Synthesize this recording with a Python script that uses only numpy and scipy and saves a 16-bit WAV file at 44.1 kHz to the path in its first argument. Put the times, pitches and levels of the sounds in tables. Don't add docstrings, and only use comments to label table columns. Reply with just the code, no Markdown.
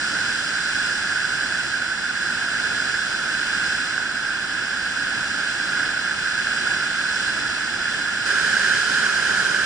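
import sys
import numpy as np
from scipy import signal
from scipy.fft import rfft, irfft, next_fast_len
from scipy.io import wavfile

SR = 44100
rng = np.random.default_rng(int(sys.argv[2]) if len(sys.argv) > 2 else 0)


def put_to_file(sound):
    columns = np.atleast_2d(sound).T
    safe = np.clip(columns, -1, 1)
    whole_steps = np.round(safe * 32767)
    wavfile.write(sys.argv[1], SR, whole_steps.astype(np.int16))


N = 425565
PIER_S = 8.255

# time in seconds, surge in dB.
SURGE = [(0.0, 0.4), (1.59, -0.2), (1.94, -2), (2.65, 0.2), (3.17, -0.2), (3.75, 0.9), (4.03, -1.6),
         (4.42, -1.8), (5.45, 0.34), (5.83, -0.4), (6.17, -0.4), (6.44, 0.5), (7.1, 0.5), (7.17, 1.5),
         (7.66, -0.2), (8.38, 0.1), (8.66, 1), (9.65, -0.6)]
# dB per dB of surge, dB per dB of crest, rms of the quick random tumbling in dB, trim in dB.
RESPONSE = [(0.5, .65, 0.48, -.05), (0.5, 0.9, 0.5, -0.14), (1.0, .5, 0.23, .05), (1.3, 0.5, 0.2, -.5)]
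RUMBLE_TOP_HZ, CHURN_TOP_HZ, SPLASH_TOP_HZ = 1150, 2150, 3700
MIST_DB, MIST_S = 1.84, 5.7


def river(t, foam, place):
    size = next_fast_len(len(t), True)
    hz = np.fft.rfftfreq(size, 1 / SR)
    ports = through_case(rfft(foam, size), hz, place)

    lowpasses = [1 / (1 + (hz / top) ** 10) for top in (RUMBLE_TOP_HZ, CHURN_TOP_HZ, SPLASH_TOP_HZ)]
    bands = np.diff(lowpasses, axis=0, prepend=0, append=1)

    surge_db = np.interp(t, *np.transpose(SURGE))
    crest_db = crests(t)
    voices = []
    for band, (by_surge, by_crest, tumble_db, trim_db) in zip(bands, RESPONSE):
        level_db = trim_db + by_surge * surge_db + by_crest * crest_db
        level_db = level_db + tumble_db * wander(t, per_s=16)
        voice = irfft(ports * band, size)[:, :len(t)]
        voices.append(voice * gain_of(level_db))
    rumble, churn, splash, fizz = voices
    mist_db = MIST_DB * np.maximum(1 - t / MIST_S, 0)
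    return rumble + churn + splash + fizz * gain_of(mist_db)


# time of the collapse in seconds, lift in dB before each voice's response.
CRESTS = [(0.28, 0.5), (0.87, 1.5), (2.39, 1), (2.92, 1.4), (3.62, 1.0), (5.83, 2.1), (6.69, 1.5),
          (7.96, 1.1), (9.41, 1.1)]
CREST_BUILD_S, CREST_FALL_S = 0.29, 0.096


def crests(t):
    times, rise_and_fall = [-CREST_BUILD_S, 0, CREST_FALL_S], [0, 1, 0]
    return sum(db * np.interp(t - s, times, rise_and_fall) for s, db in CRESTS)


def foam_bursts(t, per_s, spread_db, share):
    shape = (2, len(t))
    merged = rng.standard_normal(shape)
    size = gain_of(spread_db * np.minimum(rng.exponential(1, shape), 4))
    polarity = np.sign(rng.standard_normal(shape))
    happens = rng.random(shape) < per_s / SR
    clicks = evened(size * polarity * happens)
    return np.sqrt(1 - share) * merged + np.sqrt(share) * clicks


# level in dB per Hz, left minus right in dB, phase lead of the left port in radians.
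CASE = [(94.0, 110, -72.9, -0.1, -0.4, -75, 0.4, -0.1), (195, 115, -67.6, -1.2, -0.43, -64, -1.2, -0.8),
        (290, 125, -67, -1.5, -0.7, -71, -1.9, -0.5), (392, 82, -68.5, 0.5, -2.5, -63, -3.4, -1.7),
        (510, 160, -74.5, 1.6, -2.0, -66.3, -2, -2.0), (774, 360, -71.2, -6.1, -0.33, -69.5, -6, -0.6),
        (1035, 136.0, -75.5, -15, -1.5, -69.5, -13.8, -1.5), (1340, 127, -65.1, 2, -0.5, -59.5, 2.6, -1.5),
        (1488, 148, -52, -5.5, -0.45, -49, -6.5, -0.5), (1620.0, 170, -51, -5.5, 0.06, -46.5, -5.5, -0.24),
        (2025, 240, -67.0, -4, -0.5, -63.5, -2.2, -1), (2454, 200, -67.5, 6.5, 2.2, -65.5, 6, 0.7),
        (2712.0, 360, -65.3, 7, 3, -64, -1, -3), (3050, 290, -71, -10, 2, -65, 3, 0.65),
        (3414, 200, -68.5, -7.5, -1, -68, -2, -2), (3570, 323.0, -75, 9, -3, -73, 3.3, -2.2),
        (4115, 295, -64.5, 2.5, -2.5, -62, -1.4, -2.5), (4850, 870, -72, -4, 1.65, -67, -3.5, 1.05),
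        (5025, 392, -65, -5.5, 0.05, -63.5, -6.4, -0.5), (5723.0, 460, -72, -0.5, 0.0, -70.9, 11, -1),
        (6240, 570, -81, 13, -0.7, -73, 7.0, 1), (6900, 490, -76.5, -1, -3.5, -73.4, 0.8, -1.5),
        (7565, 550, -72.5, 2, 0.63, -69, 2.1, 1), (8560, 300, -77.5, 0, 1, -77, 0.6, 0.8),
        (9700, 900, -84.5, 3.2, 1.2, -77.5, 3, 1.0)]
# frequency in Hz, level facing downstream in dB per Hz, level at the pier in dB per Hz.
WASH = [(30.0, -86.2, -86.3), (200.0, -79.5, -72), (500.0, -76.5, -72.5), (1100.0, -74.5, -72),
        (2300.0, -74, -70), (3180, -72, -65.5), (4500.0, -80, -74.5), (6000.0, -81, -74),
        (8000.0, -80.0, -75.5), (9960, -83.8, -80.1), (10800.0, -89, -85)]


def through_case(streams, hz, place):
    case, wash = np.array(CASE), np.array(WASH)
    grid = np.geomspace(10, SR / 2, 1500)
    centre, width = case[:, :2].T[:, :, None]
    db, balance_db, lead = np.split(case[:, 2:].T[:, :, None], 2)[place]
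    power = gain_of(db) ** 2 / (1 + ((grid - centre) / width) ** 2) ** 3
    wash_db = np.interp(np.log(grid), np.log(wash[:, 0]), wash[:, 1 + place])
    diffuse = gain_of(wash_db) ** 2

    left = (power * gain_of(balance_db)).sum(0) + diffuse
    right = (power / gain_of(balance_db)).sum(0) + diffuse
    shared = (power * np.exp(1j * lead)).sum(0) / np.sqrt(right)
    own = np.sqrt(np.maximum(left - abs(shared) ** 2, 0))

    shared, own, right = (np.interp(hz, grid, g) for g in (shared, own, np.sqrt(right)))
    left_port = shared * streams[0] + own * streams[1]
    right_port = right * streams[0]
    return np.sqrt(SR / 2) * np.array([left_port, right_port])


# start in seconds, envelope peak in dB before the common level and balance, rise in seconds.
RINGS = [(0.5831, -14, .001), (1.4324, -13, .0011), (3.979, -10, .0016), (6.6695, -10, .0025),
         (8.307, -11, .0014)]


def rings(ring_hz, level_db, left_db):
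    out, t = np.zeros((2, N)), np.arange(1024) / SR
    for s, db, rise_s in RINGS:
        envelope = t / rise_s * np.exp(1 - t / rise_s)
        ring = envelope * np.sin(2 * np.pi * ring_hz * t)
        add(out, s, gain_of(db + level_db) * np.array([gain_of(left_db) * ring, ring]))
    return out


def wander(t, per_s):
    knots = rng.standard_normal(2048)
    return evened(np.interp(t * per_s, np.arange(len(knots)), knots))


def gain_of(db):
    return 10 ** (np.asarray(db) / 20)


def evened(x):
    return x / np.sqrt(np.mean(x ** 2) + 1e-20)


def add(mix, s, sound):
    part = mix[:, max(round(s * SR), 0):][:, :sound.shape[1]]
    part += sound[:, :part.shape[1]]


def scene():
    far, near = np.split(np.arange(N) / SR, [round(PIER_S * SR)])
    far_foam = foam_bursts(far, per_s=2000, spread_db=2.5, share=0.087)
    downstream = river(far, far_foam, place=0)
    near_foam = foam_bursts(near, per_s=2000, spread_db=2.5, share=0.1)
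    pier = river(near, near_foam, place=1)
    return np.hstack([downstream, pier]) + rings(ring_hz=1550, level_db=-1, left_db=-5.5)


def record(dry):
    lowpass = signal.firwin(1023, 11000, window=("kaiser", 9), fs=SR)
    return signal.oaconvolve(dry, lowpass[None], "same")


dry = scene()
out = record(dry)
put_to_file(out)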